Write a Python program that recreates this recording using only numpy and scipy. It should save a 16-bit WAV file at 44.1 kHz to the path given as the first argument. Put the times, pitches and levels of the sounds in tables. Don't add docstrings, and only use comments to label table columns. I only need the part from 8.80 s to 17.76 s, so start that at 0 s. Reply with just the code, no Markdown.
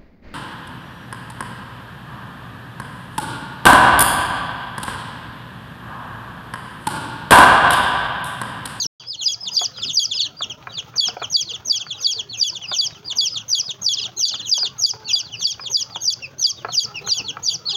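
import sys
import numpy as np
from scipy import signal
from scipy.fft import rfft, irfft
from scipy.io import wavfile
from scipy.ndimage import uniform_filter1d, minimum_filter1d

SR = 44100
rng = np.random.default_rng(int(sys.argv[2]) if len(sys.argv) > 2 else 0)


def to_wav(sig):
    pcm = np.clip(np.atleast_2d(sig), -1, 1) * 32767
    pcm = np.round(pcm).astype(np.int16)
    wavfile.write(sys.argv[1], SR, pcm.T)


N = 395136
TIME = np.arange(N) / SR
CUTOFF_HZ = 15850


def from_db(db):
    return 10 ** (np.asarray(db) / 20)


def rms_one(x):
    return x / np.sqrt(np.mean(x ** 2) + 1e-20)


def at_hz(points, hz):
    freqs, values = np.transpose(points)
    return np.interp(np.log(hz + 1), np.log(freqs), values)


def band(x, hz, kind, order=2):
    sections = signal.butter(order, hz, kind, fs=SR, output="sos")
    return signal.sosfilt(sections, x + 1e-18)


def drift(rate_hz):
    noise = rng.standard_normal(N + SR)
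    return rms_one(band(noise, rate_hz, "low")[SR:])


# (frequency [Hz], relative density [dB per Hz])
AIR_SPECTRUM = [(25, -40.5), (50, -15.5), (75, -5), (120, 6), (170, -1), (270, -8), (450, -6.5), (750, -9),
                (1400, -9.5), (2000, -21.5), (3300, -18), (4500, -24.5), (6500, -23), (7800, -48),
                (13000, -43), (15200, -29)]
# (time [s], level [dB])
AIR_COURSE = [(0, -45), (.3, -61), (.8, -48.5), (1.4, -52), (2.3, -48), (3.1, -53), (4.1, -52), (4.7, -50),
              (5.6, -52), (6.25, -51), (7.5, -52.5), (8.25, -46.5), (8.96, -51.5)]
HUM_HZ, HUM_DB = 115, -54.5


def outdoors(air_db=5.5, lumpy_db=2.2, patchy_db=5.0, count=18):
    hz = np.arange(N // 2 + 1) * SR / N
    spectrum = rfft(rng.standard_normal(N)) * from_db(at_hz(AIR_SPECTRUM, hz))
    edges = np.geomspace(150, 1900, count)
    air = irfft(spectrum * ((hz < edges[0]) | (hz >= edges[-1])), N)
    for low, high in zip(edges, edges[1:]):
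        one_band = irfft(spectrum * ((hz >= low) & (hz < high)), N)
        air += one_band * from_db(patchy_db * drift(7.2) - 2.5)
    level = np.interp(TIME, *np.transpose(AIR_COURSE)) + air_db + lumpy_db * drift(25.6)
    hum_hz = HUM_HZ * (1 + .03 * drift(7.3))
    hum = np.sin(2 * np.pi * np.cumsum(hum_hz) / SR)
    return from_db(level) * rms_one(air) + from_db(HUM_DB + 3 * drift(6.1)) * hum


def stages(marks):
    at = np.flatnonzero((TIME > marks[0]) & (TIME < marks[-1]))
    return at, np.interp(TIME[at], marks, np.arange(len(marks)))


# (frequency [Hz], relative level [dB])
THROAT_RESPONSE = [(5000, 2), (6700, -1.5), (7200, -12.5), (7900, -18), (8800, -32.5), (9600, -20),
                   (10200, -17), (11000, -22.5), (12200, -8.5), (13600, -18), (15500, -20)]


def syrinx(hz, tone_db, overtone_db, rolloff_db):
    phase = 2 * np.pi * np.cumsum(hz) / SR
    out = from_db(tone_db) * np.sin(phase)
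    for k in range(2, 6):
        in_range = np.clip((CUTOFF_HZ - k * hz) / 500, 0, 1)
        level = overtone_db + at_hz(THROAT_RESPONSE, k * hz) + rolloff_db * (k - 2)
        out += from_db(level) * np.sin(k * phase) * in_range
    return out * signal.windows.tukey(len(out), .04)


# (start [s], length of opening [s], whistle pitch [Hz], whistle level [dB], thinness [dB])
LOUD_PEEPS = [(-.018, 0.085, 4720, -6, -7.5), (0.411, 0.046, 4860, -13.5, 0),
              (0.727, 0.041, 4650, -11, 1.5), (1.126, 0.045, 4670, -10.5, 3), (2.155, .026, 4570, -12, -3),
              (2.497, .045, 4635, -13, 0.5), (2.847, 0.052, 4684, -13, 1), (3.201, 0.044, 4645, -12.5, -1),
              (3.57, 0.042, 4630, -13, 0), (3.94, 0.047, 4640, -12.5, 0.5), (4.352, 0.033, 4640, -11.5, -1),
              (4.679, 0.047, 4620, -11, 3), (5.013, 0.051, 4625, -11.5, 1), (5.363, 0.066, 4744, -12, 5),
              (5.659, 0.057, 4820, -12, 2.5), (5.979, 0.058, 4725, -12.5, 7),
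              (6.278, .053, 4720, -13.5, -1), (6.593, 0.053, 4585, -14, 2), (6.895, 0.05, 4750, -13.5, 3),
              (7.204, 0.074, 4640, -12, 5.5), (7.581, 0.061, 4660, -12.5, 4.5),
              (7.919, .053, 4700, -12.5, 5.5), (8.261, 0.051, 4680, -14, 6), (8.624, .05, 4706, -13.5, 6)]
HIGH_CONTOUR = [(0, 1.24), (0.148, 1.38), (0.299, 1.42), (.6, 1.31), (.85, 1.235), (0.972, 1.15),
                (1.071, 1.06), (1.3, 1.02), (1.6, .995), (1.902, .965)]
# (stage [1], pitch over LOW_NOTE_HZ [1])
LOW_CONTOUR = [(2.039, 1.005), (2.201, 1.003), (2.4, .988), (2.551, .958), (2.702, .88), (2.852, .765),
               (3, .615)]
LOW_NOTE_HZ = 3382
PEEP_S, WHISTLE_S = 0.14, .025
OPENING_DB, LOW_DB, OCTAVE_DB, SLIDE_DB = -11.5, -7.5, -15.5, -8.5
OPENING_GAINS, OCTAVE_GAINS = 0.61, 0.26


def chick(rasp=.009, jitter=0.0025, flutter_db=3.0, tone_db=.5, overtone_db=0.0,
          twin_ratio=.915, twin_db=-12.0, wander=0.0097):
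    out, shake, flutter, reed = np.zeros(N), drift(680), drift(90), drift(160)
    bend = 1 + wander * drift(18)
    for start, opening_s, whistle_hz, whistle, thin in LOUD_PEEPS:
        at, stage = stages(start + np.array([0, opening_s, opening_s + WHISTLE_S, PEEP_S]))

        high = whistle + OPENING_DB + OPENING_GAINS * thin
        low = whistle + LOW_DB - thin
        octave = whistle + OCTAVE_DB + OCTAVE_GAINS * thin
        slide = whistle + SLIDE_DB

        contour = [(s, r * whistle_hz) for s, r in HIGH_CONTOUR]
        contour += [(s, r * LOW_NOTE_HZ) for s, r in LOW_CONTOUR]
        unsteady = np.interp(stage, [.25, .45, .8, 1], [jitter, rasp, rasp, jitter])
        hz = np.interp(stage, *np.transpose(contour)) * bend[at] * (1 + unsteady * shake[at])

        tone = np.interp(stage, [0, .2, .5, .75, .94, 1.03, 1.6, 1.9, 2.04, 2.45, 2.7, 3],
                         [high - 19, high - 6, high - 3, high + 2, high - 1, whistle,
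                          whistle + 2.5, whistle, low, low + 1, low - 10, low - 34])
        over = np.interp(stage, [0, .3, .9, 1.1, 1.92, 2.03, 2.45, 2.62, 2.9, 3],
                         [high - 32, high - 12, high - 16, whistle - 25, whistle - 26,
                          octave, octave, slide, slide + 1, slide - 16])
        rolloff = np.interp(stage, [1.9, 2.1, 2.5, 2.8], [-3, -3.5, -4.5, -17])
        waver = flutter_db * np.interp(stage, [2, 2.1, 2.3, 2.6], [0.98, 0.44, .4, 1])
        tone_level = tone + tone_db + waver * flutter[at]
        over_level = over + overtone_db + waver * reed[at]
        out[at] += syrinx(hz, tone_level, over_level, rolloff)

        split = np.interp(stage, [.25, .45, .75, .95], [0, 1, 1, 0])
        twin_hz = hz * twin_ratio * (1 + 0.028 * rng.standard_normal())
        twin = tone + twin_db + flutter_db * reed[at]
        out[at] += split * syrinx(twin_hz, twin, twin - 14, rolloff)
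    return out


ANSWER_S, ANSWER_SPREAD_S = .08, .04
FAINT_ARCH_DB, FAINT_SLIDE_DB = -37.5, -37
USUAL_CHEEP_HZ = 4500


def faint_cheeps(spread=0.12, spread_db=3.5):
    draws = np.clip(rng.standard_normal((len(LOUD_PEEPS), 3)), -1.5, 1.5)
    cheeps = []
    for (start, *_), (late, pitch, size) in zip(LOUD_PEEPS, draws):
        break_s = start + ANSWER_S + ANSWER_SPREAD_S * late
        top_hz = USUAL_CHEEP_HZ * np.exp(spread * pitch)
        cheeps.append((break_s, top_hz, FAINT_ARCH_DB + spread_db * size, FAINT_SLIDE_DB + spread_db * size))
    return cheeps


# (time of the break [s], top of the arch [Hz], arch level [dB], slide level [dB])
CLEAR_CHEEPS = [(0.024, 5000, -19.5, -30), (0.196, 4030, -42, -44.5), (0.329, 5170, -25, -29),
                (0.41, 4370, -30, -24.5), (0.665, 5220, -28, -22), (0.763, 5030, -27.5, -32),
                (0.969, 4170, -39, -37), (1.02, 5020, -33, -18.5), (1.082, 5270, -25.5, -22.5),
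                (1.094, 5070, -39, -23.5), (1.31, 4780, -35.5, -18.5), (1.356, 4400, -36, -28),
                (1.393, 5140, -21.5, -17.5), (1.443, 4570, -17, -24.5), (1.617, 4840, -34, -19.5),
                (1.695, 4100, -61, -27.5), (1.919, 3930, -38, -41.5), (1.974, 4770, -32.5, -21.5),
                (2.278, 4180, -32, -29), (2.426, 4500, -39.5, -24.5), (2.691, 4400, -32, -26.5),
                (2.734, 4900, -37.5, -25.5), (2.999, 4730, -38, -25.5), (3.103, 4650, -35.5, -24),
                (3.164, 3920, -35.5, -37.5), (3.383, 4720, -29, -22), (3.53, 4434, -30, -28),
                (3.553, 2740, -36, -40.5), (3.749, 4900, -35, -25), (3.825, 3450, -33, -28),
                (3.929, 4990, -26, -21), (3.934, 3660, -24.5, -28), (4.146, 3840, -46, -43),
                (4.3, 4910, -27, -21), (4.557, 5150, -27.5, -21), (4.59, 4430, -41, -32.5),
                (4.891, 5180, -29, -21.5), (5.171, 4560, -32.5, -22.5), (5.211, 4180, -31, -29),
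                (5.24, 5100, -26, -22.5), (5.4, 4210, -35, -31.5), (5.491, 4700, -25, -27.5),
                (5.534, 4860, -28, -24), (5.59, 4920, -36, -25), (5.655, 4160, -32, -29.5),
                (5.848, 4995, -15.5, -20), (6.284, 2780, -31, -30), (6.29, 4570, -28, -21),
                (6.475, 4660, -36.5, -46.5), (6.524, 3470, -42, -29), (6.613, 4870, -32, -24),
                (6.855, 5070, -31.5, -22.5), (7.146, 4850, -39.5, -27.5), (7.421, 2860, -48, -29),
                (7.795, 3800, -37, -46), (7.922, 4420, -30.5, -28), (8.153, 2905, -35, -27.5),
                (8.27, 4150, -35, -35), (8.316, 4300, -23.5, -32.5), (8.377, 3455, -37, -25),
                (8.48, 4460, -29, -21.5), (8.697, 4730, -38, -27), (8.897, 4475, -18, -23.5),
                (8.939, 5010, -23, -20)]
ARCH_S, ARCH_POWER = .044, 2.8
SLIDE_S, SLIDE_POWER = .035, -0.69
SLIDE_FROM_HZ, FROM_POWER = 3550, .5
SLIDE_TO_HZ, TO_POWER = 2553, .25
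ARCH_SAG, CHEEP_OCTAVE_DB = .58, -5


def brood(jitter=.005, flutter_db=2.5, tone_db=-0.5, overtone_db=-4.0):
    out, shake, flutter, reed = np.zeros(N), drift(500), drift(120), drift(140)
    for break_s, top_hz, arch, slide in CLEAR_CHEEPS + faint_cheeps():
        ratio = top_hz / USUAL_CHEEP_HZ
        start = break_s - ARCH_S * ratio ** ARCH_POWER
        end = break_s + SLIDE_S * ratio ** SLIDE_POWER
        at, stage = stages([start, break_s, end])

        slide_hz = SLIDE_FROM_HZ * ratio ** FROM_POWER
        end_hz = SLIDE_TO_HZ * ratio ** TO_POWER
        bend_hz = top_hz + ARCH_SAG * (slide_hz - top_hz)
        hz = np.interp(stage, [0, .2, .45, .7, .93, 1.05, 1.55, 2],
                       [.92 * top_hz, .985 * top_hz, top_hz, top_hz + 0.34 * (bend_hz - top_hz), bend_hz,
                        slide_hz, slide_hz + 0.411 * (end_hz - slide_hz), end_hz])

        octave = slide + CHEEP_OCTAVE_DB
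        tone = np.interp(stage, [0, .25, .7, .95, 1.15, 1.55, 1.85, 2],
                         [arch - 18, arch - 2, arch + 1, arch, slide + 1, slide + 1, slide - 4, slide - 17])
        over = np.interp(stage, [0, .3, .92, 1.08, 1.5, 1.85, 2],
                         [arch - 30, arch - 17, arch - 14, octave, octave + 2, octave - 1, octave - 13])
        tone_level = tone + tone_db + flutter_db * flutter[at]
        over_level = over + overtone_db + flutter_db * reed[at]
        out[at] += syrinx(hz * (1 + jitter * shake[at]), tone_level, over_level, rolloff_db=-17.0)
    return out


def ticks(per_s=11.0, level_db=-38.5, spread_db=7.0, decay_s=0.0056):
    sizes = from_db(level_db + spread_db * np.clip(rng.standard_normal(N), -2, 2))
    born = (rng.random(N) < per_s / SR) * sizes
    envelope = signal.lfilter([1], [1, -np.exp(-1 / (decay_s * SR))], born + 1e-18)
    return band(envelope * rng.standard_normal(N), [500, 4000], "band", order=4)


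def ring(clicks, hz, t60):
    r, w = from_db(-60 / (t60 * SR)), 2 * np.pi * hz / SR
    return signal.lfilter([0, np.sin(w)], [1, -2 * r * np.cos(w), r * r], clicks + 1e-18)


# (time [s], level [dB], click over body [dB])
CONTACTS = [(.814, -22.5, -5), (.983, -40.5, 3), (1.608, -39, -2), (1.871, -36.5, 5), (2.14, -46, 10),
            (2.285, -26.5, -0.5), (2.368, -35, -5), (2.417, -30, -2), (2.422, -33, 6), (3.066, -44, 14.5),
            (3.916, -26, -3), (4.732, -35, 7), (5.541, -39, 8), (5.779, -33.5, -6), (5.83, -30, -3),
            (6.136, -35, -5), (6.352, -32.5, -6), (6.795, -38, 9.5), (7.159, -35, -8.5), (7.847, -22.5, 3),
            (7.887, -33.5, 3.5), (8.274, -37.5, 7.5), (8.569, -34, 14)]
# (frequency [Hz], relative level [dB], t60 [s])
BODY_RESONANCES = [(425, -12, 0.081), (570, -7, .05), (721, -1.5, 0.052), (950, 0, 0.016)]
# (frequency [Hz], relative level [dB], t60 [s])
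CLICK_RESONANCES = [(1075, -2.5, 0.024), (1328, 2, 0.012), (1464, 3.5, 0.011), (1944, -12.5, 0.013),
                    (2400, -7, 0.03), (4600, -14, .008)]


def knocks(body_db=2.5, click_db=4.5, blow_db=-1.5, grit=0.11, grit_s=0.0042):
    out = np.zeros(N)
    seconds, strength, hardness = np.transpose(CONTACTS)
    at = (seconds * SR).astype(int)
    body = strength - hardness / 2 + body_db
    click = strength + hardness / 2 + click_db
    for modes, level in ((BODY_RESONANCES, body), (CLICK_RESONANCES, click)):
        for hz, mode_db, t60 in modes:
            chance_db = rng.normal(0, 3.8, len(level))
            blows = np.zeros(N)
            blows[at] = from_db(level + mode_db + chance_db) * rng.choice([-1, 1], len(level))
            scuff_envelope = signal.lfilter([grit], [1, -np.exp(-1 / (grit_s * SR))], abs(blows) + 1e-18)
            scuff = scuff_envelope * rng.standard_normal(N)
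            out += ring(blows * from_db(blow_db) + scuff, hz, t60)
    return band(out, [380, 3600], "band")


# (start [s], length [s], central pitch [Hz], level [dB])
FAR_CLUCKS = [(6.08, 0.28, 435, -52), (6.36, 0.26, 413, -61.5), (8.07, 0.11, 410, -53),
              (8.224, 0.085, 400, -47.5), (8.433, 0.037, 433, -48), (8.895, 0.23, 393, -42)]
HEN_HARMONICS = [2.5, 4, -8]


def hen(waver=.015, sag=0.067):
    out, shake = np.zeros(N), drift(40)
    for start, length, hz, level_db in FAR_CLUCKS:
        at, stage = stages([start, start + length])
        bent_hz = hz * (1 + waver * shake[at] - sag * (stage - .5))
        phase = 2 * np.pi * np.cumsum(bent_hz) / SR
        note = sum(from_db(level_db + db) * np.sin(k * phase) for k, db in enumerate(HEN_HARMONICS, 1))
        out[at] += note * np.sin(np.pi * stage)
    return out


def yard(x, wall_s, wall_db, early_db, late_db, early_t60=0.13, late_t60=0.38, dull_hz=7000, sway_s=.00006):
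    age = TIME[:SR * 3 // 4]
    echoes = np.zeros(len(age))
    for level_db, t60 in ((early_db, early_t60), (late_db, late_t60)):
        tail = rng.standard_normal(len(age)) * from_db(-60 * age / t60) * (age > wall_s)
        echoes += from_db(level_db) * tail / np.linalg.norm(tail)
    echoes = band(echoes, min(dull_hz, CUTOFF_HZ), "low", order=4)
    delay_s = wall_s + sway_s * drift(1.36)
    wall = from_db(wall_db) * np.interp(TIME - delay_s, TIME, x)
    return x + wall + signal.fftconvolve(x, echoes)[:N]


def scene():
    near = yard(chick(), wall_s=.0031, wall_db=-11.0, early_db=-17.5, late_db=-18.0)
    far_sources = brood() + hen() + knocks() + ticks()
    far = yard(far_sources, wall_s=.0024, wall_db=-13.5, early_db=-10.0, late_db=-24.5)
    return (near + far + outdoors())[None]


def limiter(x, ceiling=.46, size=130):
    gain = minimum_filter1d(ceiling / np.maximum(abs(x), ceiling), size=2 * size)
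    return x * uniform_filter1d(gain, size=size)


# (from [s], to [s])
DROPOUT = (0.067, 0.1986)


def record(dry, split_hz=2300, threshold_db=-22.5, depth=1.47, release_db_per_s=171.0):
    x = dry[0]
    low = signal.sosfiltfilt(signal.butter(4, split_hz, fs=SR, output="sos"), x)
    high = x - low
    loudness = 10 * np.log10(np.maximum(uniform_filter1d(high ** 2, size=220), 1e-12))
    held = np.maximum.accumulate(loudness + release_db_per_s * TIME) - release_db_per_s * TIME
    duck = from_db(-depth * uniform_filter1d(np.maximum(held - threshold_db, 0), size=180))
    sounding = uniform_filter1d(1.0 * ((TIME < DROPOUT[0]) | (TIME > DROPOUT[1])), size=130)
    out = limiter(high + duck * low) * sounding
    return signal.sosfilt(signal.ellip(10, .2, 80, CUTOFF_HZ, fs=SR, output="sos"), out)[None]


dry = scene()
out = record(dry)
to_wav(out)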